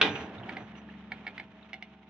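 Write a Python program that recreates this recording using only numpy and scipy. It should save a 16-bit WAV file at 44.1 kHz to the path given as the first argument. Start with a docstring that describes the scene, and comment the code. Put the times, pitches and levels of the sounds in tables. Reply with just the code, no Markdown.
"""Excavator bucket in stony soil

A bucket clangs down and drags through stony soil in an open field: sharp cracks, then ringing steel.
Soil slumps and gravel trickles as shaped noise and tiny grains; clods thud, pebbles tick, a tooth squeaks.
Stones knock on the steel as short clicks, each with a quick echo off the ground and a short scatter.
Behind are wavering sines: the hum of engine and pump fades as the load eases, a hydraulic whine stays."""
import sys
import numpy as np
from scipy import signal
from scipy.fft import rfft, irfft
from scipy.io import wavfile

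SR = 44100
rng = np.random.default_rng(int(sys.argv[2]) if len(sys.argv) > 2 else 0)


def wav_record(signal):
    """Record a signal, one row per channel, as 16-bit PCM in the file named by sys.argv[1]."""
    frames = np.transpose(np.atleast_2d(signal))
    bounded = np.clip(frames, -1, 1)
    # unit amplitude maps onto the largest positive 16-bit level
    quanta = np.round(bounded * 32767).astype(np.int16)
    wavfile.write(sys.argv[1], SR, quanta)


N = 92389
TIME = np.arange(N) / SR
SECOND = TIME[:SR]
HZ = np.fft.rfftfreq(2 * N, 1 / SR)
# stereo image of the microphone pair: f/Hz, likeness of diffuse sound (0-1), left minus right/dB
MIC_PAIR = [(60, 0.93, -5), (230, 1, 0.5), (457, 0.97, -2), (870, 0.83, -1.5), (1400, 0.92, -6.5),
            (2300, 0.31, -4.5), (3600, 0.28, 1), (6200, .15, 5)]


def amp(db):
    """Decibels to gain."""
    return 10 ** (np.asarray(db) / 20)


def unit(x):
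    """Scales to an rms of one."""
    return x / np.sqrt(np.mean(x ** 2) + 1e-20)


def read(table, hz, axis=1):
    """One column of a table, interpolated on a log-frequency axis."""
    table = np.array(table)
    return np.interp(np.log(hz + 1), np.log(table[:, 0] + 1), table[:, axis])


def level(table, axis=1):
    """Gain over time from one dB column of a curve."""
    table = np.array(table)
    return amp(np.interp(TIME, table[:, 0], table[:, axis]))


def add(mix, s, sound):
    """Mixes a sound in at a time in seconds."""
    part = mix[..., max(round(s * SR), 0):][..., :sound.shape[-1]]
    part += sound[..., :part.shape[-1]]


def pan(db):
    """Left and right gains for a left-minus-right level in dB."""
    return amp(np.array([[db], [-db]]) / 2)


def drift(rate_hz):
    """Random wandering with an rms of one, mostly slower than rate_hz."""
    spectrum = rfft(rng.standard_normal(2 * N))
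    return unit(irfft(spectrum * np.exp(-(HZ / rate_hz) ** 2))[:N])


def pair_angle(hz):
    """Angle whose cosine is the likeness of the two microphones."""
    return np.arccos(np.clip(read(MIC_PAIR, hz), -1, 1))


def diffuse(pair, gain):
    """Colours two unrelated signals and blends them as the microphones hear diffuse sound."""
    a, b = rfft(pair, 2 * N) * gain
    turn = pair_angle(HZ) / 2
    tilt = amp(read(MIC_PAIR, HZ, axis=2) / 2)
    common, opposed = a * np.cos(turn), b * np.sin(turn)
    return irfft(np.array([(common + opposed) * tilt, (common - opposed) / tilt]))[:, :N]


def stereo_noise(colour):
    """Steady diffuse noise with the given spectrum."""
    return diffuse(rng.standard_normal((2, N)), amp(read(colour, HZ)))


def click(colour, smear_s=0, size=2048):
    """A causal click of unit energy with the given spectrum; smear_s is the added delay at 3 kHz."""
    hz = np.fft.fftfreq(size, 1 / SR)
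    log_gain = np.log(amp(read(colour, abs(hz))))
    minimum_phase = np.exp(np.conj(signal.hilbert(log_gain)))
    smear = np.exp(-1j * np.pi * smear_s * hz * abs(hz) / 3000)  # delay grows with frequency
    fade_out = np.hanning(2 * size)[size:] ** 2
    h = np.fft.ifft(minimum_phase * smear).real * fade_out
    return h / np.linalg.norm(h)


def tail(table, rise_s):
    """A dense stereo ring of unit energy, each band dying at its own speed."""
    hz, t, bands = signal.stft(stereo_noise(table), SR, nperseg=512)
    fade = amp(-60 * t / read(table, hz, axis=2)[:, None])
    h = signal.istft(bands * fade, SR)[1][:, :SR]
    return unit(h * (1 - np.exp(-SECOND / rise_s))) / np.sqrt(SR)


def dying(t60):
    """One second of exponential decay, falling 60 dB in t60 seconds."""
    return np.exp(-np.log(1000) * SECOND / t60)


def through(x, h):
    """Convolves a signal with a stereo response."""
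    return signal.fftconvolve(x[None], h, axes=1)[:, :N]


def engine():
    """Firing and pump tones ride one shaft and follow the load, under a steady hydraulic whine."""
    # engine and pump: multiple of the shaft rate, level/dB
    orders = [(3, -12.5), (6, -13.5), (8, -3.5), (9, -2), (10.47, -14), (12.42, -15)]
    # hydraulic whine: multiple of the shaft rate, level/dB
    whine = [(15, -5), (18, -2.5), (27.06, -1.5), (32.7, -3), (37.15, -1)]
    # hum level under the engine load: t/s, level/dB
    load = [(0, -52.5), (.65, -51), (.85, -51), (1.2, -52), (1.5, -57), (1.8, -57), (2.09, -58.5)]
    shaft_hz, shaft_waver = 23.88, 0.003  # waver: rms share of the rate
    hum_waver_db, whine_waver_db, whine_db = 1.3, 2.5, -69.5
    turns = np.cumsum(shaft_hz * (1 + shaft_waver * drift(rate_hz=11))) / SR

    def tones(table, waver_db):
        """Wavering sines on multiples of the shaft rate."""
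        total = np.zeros(N)
        for multiple, db in table:
            tone = unit(np.sin(2 * np.pi * (multiple * turns + rng.random())))
            total += amp(db + waver_db * drift(rate_hz=3.9)) * tone
        return total

    hum = tones(orders, hum_waver_db) * level(load) * pan(db=0.9)
    return hum + amp(whine_db) * tones(whine, whine_waver_db) * pan(db=-3.0)


def soil():
    """Soil slumps and scrapes along the bucket while gravel trickles as many tiny grains."""
    # digging: t/s, slump level/dB, scrape level/dB, gravel level/dB
    dig = [(0, -53, -42.5, -48), (.06, -61, -31, -31), (.1, -41.5, -40, -45), (.147, -46.5, -44, -45.5),
           (.162, -50, -38.5, -39), (.21, -61, -42, -42), (.28, -58, -45, -51.5), (.38, -56.5, -48, -53.5),
           (.43, -49.5, -47, -55.5), (.5, -56, -43.5, -50.5), (.62, -53, -46, -54), (.66, -62, -54, -57.5),
           (.9, -67, -57.5, -59), (1.05, -60, -57.5, -58.5), (1.3, -63, -55, -57), (1.5, -60, -60.5, -59.5),
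           (1.75, -72.5, -62, -61), (2.09, -67.5, -70, -63)]
    # low rumble of slumping soil: f/Hz, level/dB
    slump_colour = [(20, -31.5), (55, -18.5), (75, -8.5), (110, 2), (150, -0.5), (250, -11), (600, -54),
                    (2000, -79)]
    # soil scraping along the bucket: f/Hz, level/dB
    scrape_colour = [(30, -30), (100, -17), (180, 0), (290, 5.5), (400, -2), (550, -3.5), (780, 0),
                     (1100, -11.5), (1700, -8.5), (4000, -45.5), (9000, -70.5)]
    # trickling gravel: f/Hz, level/dB
    gravel_colour = [(300, -35), (900, 1), (1600, -3.5), (2300, -0.5), (3000, -2.5), (3800, -9),
                     (4600, -23), (6200, -25.5), (7500, -41), (15000, -55.5)]
    scrape_patch_db, gravel_patch_db = 0.93, 2  # rms of the patchy loudness
    grains_per_s, grain_spread_db = 1500, -0.5
    grain_share = 0.38  # share of grain power; the rest is even noise

    slump = unit(stereo_noise(slump_colour))

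    patches = amp(scrape_patch_db * drift(rate_hz=16))
    scrape = unit(diffuse(rng.standard_normal((2, N)) * patches, amp(read(scrape_colour, HZ))))

    sizes = amp(grain_spread_db * np.minimum(rng.exponential(1, N), 5))
    sizes *= rng.random(N) < grains_per_s / SR
    power = grain_share * unit(sizes) ** 2 + 1 - grain_share
    grains = np.sqrt(power) * rng.standard_normal((2, N))
    patches = amp(gravel_patch_db * drift(rate_hz=33))
    gravel = unit(diffuse(grains * patches, amp(read(gravel_colour, HZ))))
    return slump * level(dig) + scrape * level(dig, axis=2) + gravel * level(dig, axis=3)


def clods():
    """Heavy clods give way under the bucket, each a soft, low thud that swells and dies."""
    # clods: t/s, level/dB, f/Hz
    clod_list = [(0.08, -43.5, 104), (0.082, -37.5, 293.6), (.195, -48.5, 82), (0.359, -49, 98),
                 (0.594, -53, 113)]
    rise_s = 0.022  # time to the peak of the swell
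    out, u = np.zeros(N), SECOND / rise_s
    swell = u * np.exp(1 - u)
    for s, db, hz in clod_list:
        add(out, s, amp(db) * swell * np.sin(2 * np.pi * (hz * SECOND + rng.random())))
    return out * pan(db=-2.5)


def pebbles():
    """Pebbles tick with one short, broad resonance each; the soft soil dulls their top."""
    # small pebbles landing: t/s, level/dB, f/Hz
    pebble_list = [(.088, -12.5, 3600), (0.1543, -11, 2620), (0.16, -15.5, 2800), (.372, -40, 3560),
                   (.3817, -26, 3600), (0.4334, -24.5, 2900), (.7194, -30, 2060), (0.7508, -30, 2860),
                   (0.8137, -34, 2640), (0.8892, -24.5, 1820), (.899, -30.5, 2830), (.9394, -31.5, 1900),
                   (.9509, -38, 2080), (1.0241, -35, 1880), (1.2238, -40, 2820), (1.6274, -32.5, 3650)]
    width, top_hz = 0.065, 4400  # half-width of the resonance as a share of its pitch; treble limit
    t60, rise_s = 0.05, 0.0012
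    out = np.zeros((2, N))
    burst = dying(t60) * (1 - dying(t60 / 10))
    onset = np.minimum(SECOND / rise_s, 1)
    for s, db, hz in pebble_list:
        resonance = 1 / (1 + ((HZ / hz - 1) / width) ** 2)
        dulling = 1 / (1 + (HZ / top_hz) ** 12)
        tick = diffuse(rng.standard_normal((2, SR)) * burst, resonance * dulling)[:, :SR]
        add(out, s, amp(db) * unit(tick * onset) / np.sqrt(SR))
    return out


def squeaks():
    """A steel tooth sings briefly as it slides on a stone: a thin, unsteady sine."""
    # squeaks: t/s, length/s, level/dB
    squeak_list = [(.083, 0.21, -60.5), (.58, 0.12, -76.5), (0.765, 0.052, -69.5)]
    pitch_hz, waver = 5940, 0.004  # waver: rms share of the pitch
    out = np.zeros(N)
    for s, length, db in squeak_list:
        u = np.clip((TIME - s) / length, 0, 1)
        swell = np.sin(np.pi * np.sqrt(u))  # quick rise, slower fall
        wavering_hz = pitch_hz * (1 + waver * drift(rate_hz=110))
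        out += amp(db) * swell * unit(np.sin(2 * np.pi * np.cumsum(wavering_hz) / SR))
    return out * pan(db=1.0)


def knocks():
    """Each stone on the steel gives a dry clack, its echo off the ground, a faint ring and a short scatter."""
    # stones on the bucket: t/s, level/dB, delay of the ground echo/s, sharpness (0-1)
    knock_list = [(.4920, -1.5, .00215, 0), (0.568, -1.5, 0.0025, 0), (1.1186, 1.5, 0.0022, 0),
                  (1.2667, -0.5, 0.0022, .1), (1.2765, -3, .00225, 0.25), (1.3789, -3, 0.002, 0.24),
                  (1.3978, -4, 0.00226, 0.4), (1.7312, -4.5, .0014, 1), (1.74, -6.5, .0014, 0.6),
                  (1.8244, -6, .0014, 0.92)]
    # colour of a knock: f/Hz, dull level/dB, sharp level/dB
    knock_colour = [(200, -30, -25.5), (558, -20, -19.5), (735, 2.5, -3.5), (1100, -35, -17),
                    (1430, -11.5, -18.5), (1770, -4.5, -0.5), (2265, 1, 4.5), (2500, -15.5, -2.5),
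                    (3250, -19.5, -6.5), (4000, -22, -15.5), (4780, -25.5, -18.5), (5820, -47, -20.5),
                    (7300, -54, -47), (15000, -62, -52)]
    # scatter off the soil banks: f/Hz, level/dB, t60/s
    scatter = [(300, 8.5, 0.34), (800, -1, 0.1), (1520, 0, 0.086), (2090, -2.5, 0.078), (3320, 0.5, 0.12),
               (5000, -5, 0.089), (9000, 5, 0.075)]
    knock_db, echo_db, scatter_db, smear_s = -12.5, 0, 0, 0.00076
    ring_hz, ring_t60, ring_db = 2444, 0.27, -55
    clacks, rings = np.zeros(N), np.zeros(N)
    ring = np.sin(2 * np.pi * ring_hz * SECOND) * dying(ring_t60)
    for s, db, echo_s, sharpness in knock_list:
        colour = [(hz, dull + (sharp - dull) * sharpness) for hz, dull, sharp in knock_colour]
        clack = amp(knock_db + db) * click(colour, smear_s)
        add(clacks, s, clack)
        add(clacks, s + echo_s, amp(echo_db) * clack)
        add(rings, s, amp(ring_db + db) * ring)
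    scattered = amp(scatter_db) * through(clacks, tail(scatter, rise_s=0.0028))
    return pan(db=-3) * (clacks + rings) + scattered


def bucket():
    """The bucket lands and chatters: cracks, then the dense ring and clear modes of the steel."""
    # blows of the bucket: t/s, level/dB
    blows = [(.0132, -29.5), (0.0135, 2), (0.0161, 1), (0.0174, -14), (.021, -13), (0.0264, -5),
             (0.0306, -15.5), (.155, -26)]
    # crack of a blow: f/Hz, level/dB
    crack_colour = [(100, -40), (400, -17.5), (1000, -9.5), (1600, 1.5), (2100, -13), (2500, 9), (3000, -2),
                    (3650, 3), (4400, -14.5), (5800, -25.5), (7500, -45), (15000, -58)]
    # dense ring of bucket and arm: f/Hz, level/dB, t60/s
    ring = [(50, -59, 0.35), (133, 3.5, 1), (297, -9.5, 1), (600, 8.5, 0.26), (1100, -11, 0.47),
            (2400, 2.5, 0.38), (3880, 10, 0.16), (4470, -8, 0.23), (6000, -13.5, .25), (7800, -46, .3),
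            (15000, -43, .4)]
    # clear modes of the bucket: f/Hz, level/dB, t60/s
    steel = [(283, -13, .9), (344, -14, .7), (410, -10, 1), (439.5, -4, .7), (468, -10, .7), (792, -4, .5),
             (868, -11, .7), (1087, -9, .45), (1244, -11, .4), (1453, -9, .3), (1587, -8, .6),
             (1658, -9, .45), (1975, -1, .27), (2396, -6, .35), (2444, 0, .3), (2686, -1, .18),
             (2967, 0, .21), (3247, 0, .19), (3497, 1, .2), (3690, -4, .23), (4085, -10, .16)]
    crack_db, ring_db, steel_db = 6.5, 5, -31
    ring_rise_s = 0.0016
    out = np.zeros((2, N))
    crack = amp(crack_db) * pan(db=-1.5) * click(crack_colour, smear_s=0.000873)
    for s, db in blows:
        add(out, s, amp(db) * crack)

    s, db = blows[1]  # the loudest blow sets the steel ringing
    add(out, s, amp(db + ring_db) * tail(ring, ring_rise_s))
    onset = 1 - np.exp(-SECOND / ring_rise_s)
    for hz, mode_db, t60 in steel:
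        # the phase gap between the ears follows the likeness of the pair
        phase = 2 * np.pi * rng.random() + np.array([[.5], [-.5]]) * pair_angle(hz)
        mode = np.sin(2 * np.pi * hz * SECOND + phase) * dying(t60) * onset
        add(out, s, amp(db + steel_db + mode_db) * pan(read(MIC_PAIR, hz, axis=2)) * mode)
    return out


def scene():
    """All the sources together."""
    return engine() + soil() + clods() + pebbles() + squeaks() + knocks() + bucket()


def record(dry):
    """Sound reaches the left microphone slightly later; then the recorder's band limit."""
    left_lag_s, edge_hz = 0.000042, 15300
    lag = np.exp(-2j * np.pi * HZ * left_lag_s)
    left = irfft(rfft(dry[0], 2 * N) * lag)[:N]
    lowpass = signal.firwin(511, edge_hz, window=("kaiser", 9), fs=SR)
    return signal.oaconvolve(np.array([left, dry[1]]), lowpass[None], "same")


dry = scene()
out = record(dry)
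wav_record(out)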